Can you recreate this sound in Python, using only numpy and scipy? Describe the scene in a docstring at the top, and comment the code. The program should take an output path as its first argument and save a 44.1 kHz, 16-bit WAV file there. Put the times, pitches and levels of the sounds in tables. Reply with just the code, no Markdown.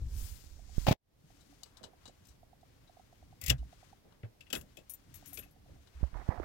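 """Inside a parked car, engine off, heard by a hand-held camera: left port open, right port muffled.
First fingers rub and bump the camera and the background dips briefly; the lens drive ticks faintly.
From 1.3 s a sleeve rustles and a hand finds the ignition key with small metal taps. At 3.4 s the key
slides into the lock, clicking over its pins; the dashboard knocks and the steering column thuds. From
4.5 s the lock clicks again and the hanging keys jangle. At 6 s the camera is rubbed and bumped again."""
import sys
import numpy as np
from scipy import signal
from scipy.fft import rfft, irfft
from scipy.io import wavfile

SR = 44100
rng = np.random.default_rng(int(sys.argv[2]) if len(sys.argv) > 2 else 0)


def int16_out(signal):
    """Quantize to a 16-bit WAV file."""
    q = np.round(np.clip(np.atleast_2d(signal).T, -1, 1) * 32767)
    wavfile.write(sys.argv[1], SR, q.astype(np.int16))


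N = 284170
TIME = np.arange(N) / SR
AGE = TIME[:SR // 4]   # seconds since a contact
GRID_HZ = np.maximum(np.fft.rfftfreq(8192, 1 / SR), 1)


def from_db(db):
    """Amplitude ratio of a level in decibels."""
    return 10 ** (np.asarray(db) / 20)


def add(track, start_s, sound):
    """Superposition: a sound joins the track at its start time."""
    start = max(round(start_s * SR), 0)
    track[..., start:start + sound.shape[-1]] += sound[..., :N - start]


def resonance_db(centre_hz, width_hz, peak_db):
    """Resonance: a bell-shaped peak in a spectrum."""
    return peak_db / (1 + (2 * (GRID_HZ - centre_hz) / width_hz) ** 2)


def response_db(spectrum, modes=()):
    """Frequency response: a broad spectrum with resonances standing on it."""
    hz, db = np.transpose(spectrum)
    return np.interp(np.log(GRID_HZ), np.log(hz), db) + sum(resonance_db(*mode) for mode in modes)


def contact_db(body_db, tilt_db_per_octave, ring_hz, ring_width_hz, ring_db):
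    """Impact spectrum: a harder contact is brighter, and the struck part resonates."""
    brightness_db = tilt_db_per_octave * np.log2(np.maximum(GRID_HZ, 1500))
    return body_db + brightness_db + resonance_db(ring_hz, ring_width_hz, ring_db)


def impulse(gain_db):
    """Minimum phase: folding the cepstrum gives a causal impulse response."""
    cepstrum = irfft(np.log(from_db(gain_db)))
    half = len(cepstrum) // 2
    cepstrum[1:half] *= 2
    cepstrum[half + 1:] = 0
    return irfft(np.exp(rfft(cepstrum)))[:half]


def colour(source, shape_db):
    """Convolution at unit energy: white noise takes the spectral shape and keeps its power."""
    response = impulse(shape_db)
    return signal.oaconvolve(source, response / np.linalg.norm(response))[:len(source)]


def noise(spectrum):
    """Stationary noise of rms 1 with the given spectral shape."""
    return colour(rng.standard_normal(N + SR), response_db(spectrum))[SR:]


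def friction(spectrum, grain_db, grains_per_s):
    """Stick-slip friction: noise that comes in grains of bounded strength."""
    knots = np.sqrt(3) * rng.uniform(-1, 1, N)   # unit variance
    grain = from_db(grain_db * np.interp(TIME * grains_per_s, np.arange(N), knots))
    excitation = rng.standard_normal(N) * grain / np.sqrt(np.mean(grain ** 2))
    return colour(excitation, response_db(spectrum))


def burst(decay_s, tail_db, tail_s, rise_s):
    """Exponential decay: a spray of tiny contacts, then the padded cabin's short reverberation."""
    envelope = np.hypot(np.exp(-AGE / decay_s), from_db(tail_db) * np.exp(-AGE / tail_s))
    return rng.standard_normal(len(AGE)) * envelope * (1 - np.exp(-AGE / rise_s))


def stroke(start_s, hold_s, level_db, rise_db_per_s, fall_db_per_s):
    """Envelope of one movement: it swells up to its start time, holds and fades."""
    early_s = np.maximum(start_s - TIME, 0)
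    late_s = np.maximum(TIME - start_s - hold_s, 0)
    return from_db(np.maximum(level_db - rise_db_per_s * early_s - fall_db_per_s * late_s, -200))


def strokes(rows, rise_db_per_s, fall_db_per_s):
    """Incoherent addition: the envelopes of several movements sum in power."""
    return np.sqrt(sum(stroke(*row, rise_db_per_s, fall_db_per_s) ** 2 for row in rows))


# right port relative to left: frequency_hz, gain_db
MUFFLED_PORT = [(30, 4.5), (200, -1), (450, 3.5), (750, 6), (1200, -5), (2000, -31.5), (3000, -39),
                (6000, -40.5), (9000, -45), (16000, -38)]

def ports(sound, lag_s=0.00045):
    """Delay and filtering: cabin sound reaches the right port late and dull."""
    dull = signal.oaconvolve(sound, impulse(response_db(MUFFLED_PORT)))[:N]
    return np.array([sound, np.interp(TIME - lag_s, TIME, dull)])


# murmur's bass and middle, hum, microphone hiss: frequency_hz, relative_db
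BASS_SPECTRUM = [(12, -36), (20, -2), (64, 1), (91, 2.5), (124, 1), (242, -8.5), (300, -10), (390, -26),
                 (660, -120)]
MIDDLE_SPECTRUM = [(120, -7), (280, -1), (450, -3), (750, -6.5), (1300, -17.5), (2200, -21), (5000, -45.5),
                   (16000, -62)]
HUM_SPECTRUM = [(100, -45.5), (255, -22), (282, -3), (310, -18), (800, -54.5)]
HISS_SPECTRUM = [(500, -7), (1400, -5), (2000, -4.5), (2700, -6.5), (3600, -5.5), (5500, -7.5), (7500, -12),
                 (16000, -11)]
# bass swells as the driver moves, and spells of faint hum: start_s, hold_s, level_db
SWELLS = [(3.22, 0.11, -66), (3.55, 0.096, -55.5), (4.6, 0.039, -55), (5.1, 0.32, -61.5),
          (5.72, 0.033, -58.5)]
HUMS = [(1.36, 0.14, -69.5), (5.08, 0.37, -70)]

def cabin(bass_db=-66.5, middle_db=-71.5, hiss_db=-73.5):
    """Ambient noise: both ports share the bass and hum; middle and hiss are uncorrelated."""
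    slopes = dict(rise_db_per_s=108, fall_db_per_s=97.5)
    bass_gain = np.hypot(from_db(bass_db), strokes(SWELLS, **slopes))
    bass = bass_gain * friction(BASS_SPECTRUM, grain_db=1.5, grains_per_s=12)
    hum = strokes(HUMS, **slopes) * noise(HUM_SPECTRUM)
    diffuse = [from_db(middle_db) * noise(MIDDLE_SPECTRUM) + from_db(hiss_db) * noise(HISS_SPECTRUM)
               for side in range(2)]
    return ports(bass + hum) + np.array(diffuse)


# rubbing cloth: frequency_hz, relative_db
SLEEVE_SPECTRUM = [(470, -25.5), (800, -17), (1000, -10.5), (1300, -10), (3260, -12.5), (4030, -13.5),
                   (6330, -14.5), (9690, -21.5), (15000, -28.5), (16000, -32)]
# arm movements: start_s, hold_s, level_db, tilt_db_per_octave
RUSTLES = [(1.285, 0.39, -66.5, 1.5), (1.771, 0.094, -66, -6.5), (2.018, 0.076, -67.5, -2),
           (2.17, 0.15, -69, 0), (2.664, 0.28, -72, -1), (2.964, 0.47, -70.5, 0), (3.68, 0.21, -64, 0),
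           (4.1, 0.052, -70.5, -5.5), (4.45, 0.83, -70.5, -0.5), (5.148, 0.27, -63.5, 1),
           (5.676, 0.21, -69.5, 0), (5.978, 0.57, -63, -2.5)]

def sleeve():
    """Cloth friction: each move of the arm rustles, heard at the open port only."""
    left = np.zeros(N)
    for start_s, hold_s, level_db, tilt in RUSTLES:
        spectrum = [(hz, db + tilt * np.log2(hz)) for hz, db in SLEEVE_SPECTRUM]
        cloth = friction(spectrum, grain_db=2, grains_per_s=70)
        left += stroke(start_s, hold_s, level_db, rise_db_per_s=130, fall_db_per_s=118) * cloth
    return np.array([left, np.zeros(N)])


# runs of the lens drive: start_s, step_count, right_peak_db
LENS_RUNS = [(0.592, 2, -52.5), (1.302, 1, -53), (1.526, 2, -55), (1.932, 1, -53.5), (2.094, 1, -50.5),
             (2.430, 3, -49), (2.895, 2, -48.5), (2.969, 1, -49), (3.126, 3, -49), (3.528, 5, -48),
             (5.225, 2, -51.5), (5.460, 4, -56.5)]

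def lens_ticks(step_s=0.1, tick_hz=720, peak_s=0.0034, scatter_db=1.0, left_db=-14):
    """Transient response: each step of the lens drive swings the camera case for a few cycles."""
    out = np.zeros(N)
    for start_s, count, peak_db in LENS_RUNS:
        for step in range(round(count)):
            pitch, length, strength = rng.standard_normal(3)
            age = AGE / (peak_s * np.exp(0.15 * length))
            envelope = (age * np.exp(1 - age)) ** 2
            tick = envelope * np.sin(2 * np.pi * tick_hz * (1 + 0.02 * pitch) * AGE)
            add(out, start_s + step * step_s, from_db(peak_db + scatter_db * strength) * tick)
    return out * from_db([[left_db], [0]])


# rumble of the camera case: frequency_hz, relative_db
GRIP_SPECTRUM = [(12, -0.5), (28, 2), (70, 5), (130, -17), (250, -25), (600, -45.5), (2000, -62.5),
                 (16000, -89)]
# shifts of the grip: start_s, hold_s, right_db, left_minus_right_db
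GRIPS = [(0.0, 0.072, -40, 5.5), (0.102, 0.13, -36, -7.5), (0.289, 0.049, -42.5, -15),
         (0.473, 0.38, -48, -12.5), (0.78, 0.035, -34.5, -18.5), (5.974, 0.26, -50, -14),
         (6.387, 0.03, -37.5, -20)]

def grip():
    """Structure-borne sound: the shifting grip rumbles through the case, mostly on the right."""
    left = [(start_s, hold_s, db + pan_db) for start_s, hold_s, db, pan_db in GRIPS]
    right = [(start_s, hold_s, db) for start_s, hold_s, db, _ in GRIPS]
    gains = [strokes(side, rise_db_per_s=409, fall_db_per_s=191.5) for side in (left, right)]
    return np.array(gains) * noise(GRIP_SPECTRUM)


# hiss and sizzle of sliding skin: frequency_hz, relative_db
SLIDE_SPECTRUM = [(300, -10), (800, -7.5), (1600, -5.5), (3000, -5), (5000, -1), (7300, -1.5),
                  (9500, -11.5), (12000, -18.5), (16000, -20)]
SIZZLE_SPECTRUM = [(1000, -24.5), (5000, -5.5), (9000, 0), (11000, 0), (14500, 1), (16000, -2)]
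# slides by the left port: start_s, hold_s, hiss_db, sizzle_db
SLIDES = [(0.0, 0.8, -67, -80), (0.187, 0.07, -53, -48), (0.792, 0.09, -51.5, -55.5)]

def slide(end_s=0.868, rise_db_per_s=121, fall_db_per_s=47, steepness=1.73):
    """Sliding friction: skin hisses by the open port; its sizzle grows more steeply with speed."""
    hiss_rows = [(start_s, hold_s, db) for start_s, hold_s, db, _ in SLIDES]
    sizzle_rows = [(start_s, hold_s, db) for start_s, hold_s, _, db in SLIDES]
    hiss = strokes(hiss_rows, rise_db_per_s, fall_db_per_s)
    hiss *= friction(SLIDE_SPECTRUM, grain_db=2.1, grains_per_s=1400)
    sizzle = strokes(sizzle_rows, steepness * rise_db_per_s, steepness * fall_db_per_s)
    sizzle *= noise(SIZZLE_SPECTRUM)
    return np.array([(hiss + sizzle) * (TIME < end_s), np.zeros(N)])


# finger drag at each port: frequency_hz, relative_db
DRAG_LEFT_SPECTRUM = [(60, -5), (150, -8), (400, 3), (900, -2.5), (1500, -12), (2200, -4), (4500, -10.5),
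                      (7000, -18), (9500, -27.5), (12000, -21.5), (15500, -19.5)]
DRAG_RIGHT_SPECTRUM = [(60, 2), (150, 4.5), (400, -8), (780, 1), (1200, -21), (2200, -26.5), (4000, -40.5),
                       (8000, -68), (16000, -42.5)]
# jerks of the finger: start_s, hold_s, left_db
SLIPS = [(0.868, 0.003, -25.5), (0.883, 0.0035, -26.5), (0.911, 0.015, -30)]

def drag(lift_s=0.93, lift_db=-10.5, right_gain_db=4.5):
    """Stick-slip motion: a finger jerks across both ports; the level drops as it lifts off."""
    gain = strokes(SLIPS, rise_db_per_s=14000.5, fall_db_per_s=477) * from_db(lift_db * (TIME > lift_s))
    left = friction(DRAG_LEFT_SPECTRUM, grain_db=2.5, grains_per_s=700)
    right = from_db(right_gain_db) * friction(DRAG_RIGHT_SPECTRUM, grain_db=5, grains_per_s=600)
    return gain * np.array([left, right])


# skin on the right port: frequency_hz, relative_db
RUB_SPECTRUM = [(150, -6), (450, -8.5), (700, -3), (1000, -6.5), (1300, -12.5), (2000, -16), (2900, -38),
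                (4500, -37.5), (7000, -49), (16000, -50)]
# rubs: start_s, hold_s, right_db
RUBS = [(6.0, 0.078, -61), (6.158, 0.057, -46), (6.285, 0.096, -46), (6.312, 0.011, -38.5),
        (6.43, 0.02, -41)]

def rub(left_db=-26):
    """Skin friction: a dull rasp at the muffled port, faint at the open one."""
    rasp = friction(RUB_SPECTRUM, grain_db=2.5, grains_per_s=350)
    return strokes(RUBS, rise_db_per_s=601, fall_db_per_s=550) * rasp * from_db([[left_db], [0]])


def dip(start_s=0.93, fall_s=0.044, hold_s=0.059, recovery_s=0.093, depth_db=-32):
    """Amplitude envelope: after the drag the background drops away briefly and creeps back."""
    age = TIME - start_s
    fall = np.clip(age / fall_s, 0, 1)
    release = np.exp(-np.maximum(age - hold_s, 0) / recovery_s)
    return from_db(depth_db * fall * release)


# fingers bumping the camera: start_s, right_gain_db, settled_pitch_hz, decay_s, left_minus_right_db
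BUMPS = [(0.016, -41, 115, 0.063, 0.5), (0.4414, -39, 90, 0.0034, -20), (0.781, -7.5, 39.8, 0.0036, -35),
         (.8682, -19.5, 565, 0.0028, -3.5), (0.8817, -14.5, 122.6, 0.0083, -1.5),
         (0.9105, -11, 127, 0.0051, 1.5), (6.01, -32, 59.7, 0.013, -13), (6.030, -13.5, 60.7, 0.014, -25),
         (6.037, -32, 556, 0.0043, -27), (6.132, -32, 41, 0.025, -23), (6.142, -41.5, 976, 0.015, -33),
         (6.156, -29.5, 43.4, 0.032, -32), (6.2891, -8.5, 67, 0.0047, -32), (6.29, -34, 623, 0.0068, -34),
         (6.3755, -35, 716, 0.014, -28), (6.399, -20.5, 329, 0.004, -40)]

def bumps(stiffness=2.9, settle_s=0.00078, rise_s=0.00073):
    """Damped oscillation: a fingertip lands stiffly and yields, so the pressure swing slows."""
    out = np.zeros((2, N))
    for start_s, db, pitch_hz, decay_s, pan_db in BUMPS:
        cycles = pitch_hz * (AGE + stiffness * settle_s * (1 - np.exp(-AGE / settle_s)))
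        envelope = np.exp(-AGE / decay_s) * (1 - np.exp(-AGE / rise_s))
        swing = -np.sin(2 * np.pi * cycles) * envelope
        add(out, start_s, swing * from_db([[db + pan_db], [db]]))
    return out


# hollow column shroud: frequency_hz, relative_db
SCUFF_SPECTRUM = [(60, -22), (200, 0), (350, -2), (580, -0.5), (800, -12), (1100, -21), (1600, -27),
                  (3000, -39), (16000, -86)]
# hand scuffing the shroud: start_s, right_db, decay_s, left_minus_right_db
SCUFFS = [(1.806, -53, 0.043, -13), (1.838, -49, 0.038, -25), (2.075, -51.5, 0.017, -21),
          (4.045, -61.5, 0.07, -1.5), (4.233, -45.5, 0.022, -11), (4.530, -61, 0.056, 12.5),
          (4.773, -54.5, 0.024, 4), (5.375, -53.5, 0.021, 3.5), (5.68, -58, 0.051, -4)]

def scuffs():
    """Diffuse field: hollow scuffs fill the footwell and reach each port by paths of their own."""
    out, shroud_db = np.zeros((2, N)), response_db(SCUFF_SPECTRUM)
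    for start_s, db, decay_s, pan_db in SCUFFS:
        sides = [colour(burst(decay_s, tail_db=-35, tail_s=0.037, rise_s=0.002), shroud_db)
                 for side in range(2)]
        add(out, start_s, from_db([[db + pan_db], [db]]) * sides)
    return out


# thuds of the steering column: start_s, peak_db, pitch_hz
THUDS = [(1.236, -53, 148.6), (2.281, -57.5, 65), (3.215, -55.5, 70), (3.429, -43, 86.5),
         (3.479, -27.5, 63), (3.482, -34.5, 135.5), (3.504, -27, 120.5), (3.536, -32.5, 128),
         (3.582, -34, 58), (4.233, -36.5, 110), (4.577, -46.5, 74), (5.949, -43.5, 66)]

def column(cycles_to_peak=1.3):
    """Damped vibration: shaken by the hand, the heavy column swells and fades, slower at low pitch."""
    out = np.zeros(N)
    for start_s, peak_db, pitch_hz in THUDS:
        age = AGE * pitch_hz / cycles_to_peak
        envelope = (age * np.exp(1 - age)) ** 1.2
        add(out, start_s, from_db(peak_db) * envelope * np.sin(2 * np.pi * pitch_hz * AGE))
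    return out


# tapped metal: frequency_hz, relative_db
TAP_SPECTRUM = [(200, -11), (1500, -10.5), (2400, -21), (3800, -10), (6000, -7), (8500, -12),
                (11000, -19.5), (16000, -24.5)]
# its resonances: centre_hz, width_hz, peak_db
TAP_MODES = [(2930, 120, 15.5), (3940, 470, 12), (4740, 380, 4), (7800, 640, 4.5)]
# key and fingers tapping about the lock: start_s, level_db, decay_s, tilt_db_per_octave, ring_hz
TAPS = [(1.408, -57.5, 0.014, 5.5, 3870), (1.633, -35, 0.0041, 4, 4640), (1.658, -56.5, 0.017, -6, 7850),
        (1.77, -50.5, 0.012, 2, 3370), (1.831, -46.5, 0.0043, -1, 2950), (1.837, -42, 0.013, -1.5, 3220),
        (2.055, -43, 0.012, -2, 3960), (2.077, -48.5, 0.011, -1, 7100), (2.252, -58.5, 0.012, 7, 5200),
        (2.27, -49, 0.0072, 18, 6450), (2.285, -57, 0.022, 7.5, 5700), (2.61, -66, 0.009, 4, 3500),
        (2.873, -60, 0.012, -5, 3880), (3.581, -59, 0.018, 0, 2760), (4.123, -58, 0.006, -7.5, 3200),
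        (5.872, -55, 0.0073, -4, 3400)]

def taps():
    """Damped impacts: the metal rings only briefly while the fingers hold the key."""
    out, body_db = np.zeros(N), response_db(TAP_SPECTRUM, TAP_MODES)
    for start_s, level_db, decay_s, tilt, ring_hz in TAPS:
        spray = burst(decay_s, tail_db=-19, tail_s=0.015, rise_s=0.00015)
        tap = colour(spray, contact_db(body_db, tilt, ring_hz, ring_width_hz=520, ring_db=9.5))
        add(out, start_s, from_db(level_db) * tap)
    return out


# key blade on the lock: frequency_hz, relative_db
SCRAPE_SPECTRUM = [(1200, -34.5), (2000, 10), (2800, 0), (4000, -5.5), (16000, -19)]
# scrapes: start_s, hold_s, level_db
SCRAPES = [(3.423, 0.035, -51), (3.465, 0.04, -43)]

def blade():
    """Sliding friction: the key blade rasps between the pins, harder as it goes in."""
    gain = strokes(SCRAPES, rise_db_per_s=1498.5, fall_db_per_s=506)
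    return gain * friction(SCRAPE_SPECTRUM, grain_db=0, grains_per_s=600)


# natural modes of the keys, and their scratch on each other: frequency_hz, relative_db
KEY_MODES = [(3700, -9.5), (5615, -8.5), (6783, -2.5), (6960, -12), (7682, -11), (8242, -2), (9324, -2.5),
             (10487, 2.5), (11558, 0.5), (11630, 0), (12060, 6.5), (12290, -17.5), (12845, 6), (14490, -6),
             (15665, -1.5)]
SCRATCH_SPECTRUM = [(300, -48), (2000, -1.5), (5000, -6), (7000, 3), (9500, -9), (12000, -3), (14000, -7),
                    (16000, 4.5)]
# hanging keys touching: start_s, level_db, struck_hz, t60_s, scratch_relative_db
JINGLES = [(4.558, -34.5, 10490, 0.1, -3), (4.8955, -32.5, 9324, 0.086, -7.5),
           (4.917, -39.5, 12060, 0.04, -17), (4.9362, -29.5, 12060, 0.03, -20),
           (5.141, -43, 8240, 0.096, 3), (5.154, -42.5, 11600, 0.09, -1), (5.258, -46, 12300, 0.17, 7),
           (5.273, -44, 9324, 0.18, -1), (5.331, -34.5, 11600, 0.063, -6), (5.341, -37.5, 10490, 0.11, -20),
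           (5.374, -37.5, 11600, 0.074, -22), (5.388, -33, 12845, 0.086, -32),
           (5.433, -49.5, 11600, 0.059, -4), (5.51, -56, 11600, 0.059, -10)]

def keys(focus_hz=260, others_db=-9, scatter_db=3, detune=0.011, rebound_s=0.0049, rebound_db=-5):
    """Modal vibration: a touch scratches briefly and rings all keys, the struck one most."""
    out, scratch_shape_db = np.zeros(N), response_db(SCRATCH_SPECTRUM)
    mode_hz, mode_db = np.transpose(KEY_MODES)[:, :, None]
    attack = 1 - np.exp(-AGE / 0.0006)
    for start_s, level_db, struck_hz, t60_s, scratch_db in JINGLES:
        chance, pitch, phase = rng.standard_normal((3, len(mode_hz), 1))
        struck = np.exp(-((mode_hz - struck_hz) / focus_hz) ** 2)
        strength = from_db(mode_db + (others_db + scatter_db * chance) * (0.5 - struck))
        # loosely touching keys pull each other slightly out of tune
        detuned_hz = mode_hz * (1 + detune * pitch * (1 - struck))
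        partials = np.sin(2 * np.pi * (detuned_hz * AGE + phase)) * from_db(-60 * AGE / t60_s)
        ring = (strength * partials).sum(axis=0) / np.linalg.norm(strength) * attack
        # three quick rebounds recolour the clink; its energy is kept
        clink = ring.copy()
        delays_s = np.cumsum(rebound_s * (0.5 + rng.random(size=3)))
        for bounce, delay_s in enumerate(delays_s, start=1):
            clink += from_db(rebound_db * bounce) * np.pad(ring, (round(delay_s * SR), 0))[:len(AGE)]
        clink *= np.linalg.norm(ring) / np.linalg.norm(clink)
        scratch = colour(burst(0.0027, tail_db=-9.5, tail_s=0.032, rise_s=0.0011), scratch_shape_db)
        add(out, start_s, from_db(level_db) * (clink + from_db(scratch_db) * scratch))
    return out


# lock barrel and dashboard: frequency_hz, relative_db
BARREL_SPECTRUM = [(200, -25), (1100, -33), (1900, -3), (3000, 3.5), (4300, -4), (5200, -0.5), (7500, -7),
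                   (9500, -11.5), (12500, -7.5), (16000, -13.5)]
DASH_SPECTRUM = [(60, -11.5), (220, -0.5), (400, -7.5), (620, -2), (900, -21), (1600, -3), (3000, -29.5),
                 (16000, -66)]
# barrel resonances: centre_hz, width_hz, peak_db
BARREL_MODES = [(2602, 170, 10), (3370, 140, 6.5), (4950, 300, 2), (7400, 460, 10), (14770, 900, -1)]
# pins and latch: start_s, level_db, decay_s, tilt_db_per_octave, ring_hz, knock_relative_db
LOCK_CLICKS = [(3.414, -25.5, 0.0011, 9.5, 2080, -28), (3.4384, -26, 0.0018, 8, 1980, -29),
               (3.4618, -26, 0.006, 6, 2120, -27), (3.481, -23.5, 0.007, 7, 2600, -21),
               (3.496, -20, 0.009, 1, 3640, -24.5), (3.5001, -9, 0.0027, 1, 2800, -25),
               (3.506, -33, 0.0067, -14, 1870, -8.5), (4.232, -48.5, 0.0051, -12.5, 2000, -5.5),
               (4.244, -57.5, 0.011, -11, 2130, -3), (4.407, -45, 0.011, -2, 2730, -19.5),
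               (4.466, -57, 0.015, -12, 2800, -29), (4.502, -30, 0.00061, 0, 3360, -25),
               (4.528, -20.5, 0.0051, 4, 2940, -15), (4.53, -32, 0.0033, 31, 4700, -18),
               (4.538, -36.5, 0.019, 4, 2870, -7), (4.551, -26.5, 0.0041, 0.5, 3320, -16),
               (4.559, -34.5, 0.0063, -19, 1210, -9), (4.611, -42, 0.0052, 8.5, 2850, -18),
               (4.77, -41, 0.0059, 2, 2580, -30.5), (4.787, -50.5, 0.011, 0, 2670, -24),
               (5.3725, -35.5, 0.0068, 0, 2360, -17), (5.391, -36.5, 0.0011, -8, 3720, -27),
               (5.424, -53.5, 0.021, -16, 2700, -9)]

def lock():
    """Impact excitation: pins and latch snap against the barrel, which rings and knocks the dashboard."""
    out = np.zeros(N)
    barrel_db, dash_db = response_db(BARREL_SPECTRUM, BARREL_MODES), response_db(DASH_SPECTRUM)
    for start_s, level_db, decay_s, tilt, ring_hz, knock_db in LOCK_CLICKS:
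        spray = burst(decay_s, tail_db=-10, tail_s=0.009, rise_s=0.0004)
        snap = colour(spray, contact_db(barrel_db, tilt, ring_hz, ring_width_hz=450, ring_db=8.5))
        knock = colour(burst(0.017, tail_db=-14, tail_s=0.02, rise_s=0.0017), dash_db)
        add(out, start_s, from_db(level_db) * (snap + from_db(knock_db) * knock))
    return out


def scene():
    """Superposition: lock and keys reach the two ports over the noises of camera and cabin."""
    ignition = ports(taps() + blade() + lock() + keys() + column())
    contacts = scuffs() + lens_ticks() + bumps()
    background = grip() + rub() + slide() + drag() + sleeve() + cabin()
    return ignition + contacts + dip() * background


def record(dry):
    """Band limiting: a steep elliptic low-pass cuts the highest treble."""
    cutoff_hz = 15950
    return signal.sosfilt(signal.ellip(12, 0.2, 80, cutoff_hz, fs=SR, output="sos"), dry)


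dry = scene()
out = record(dry)
int16_out(out)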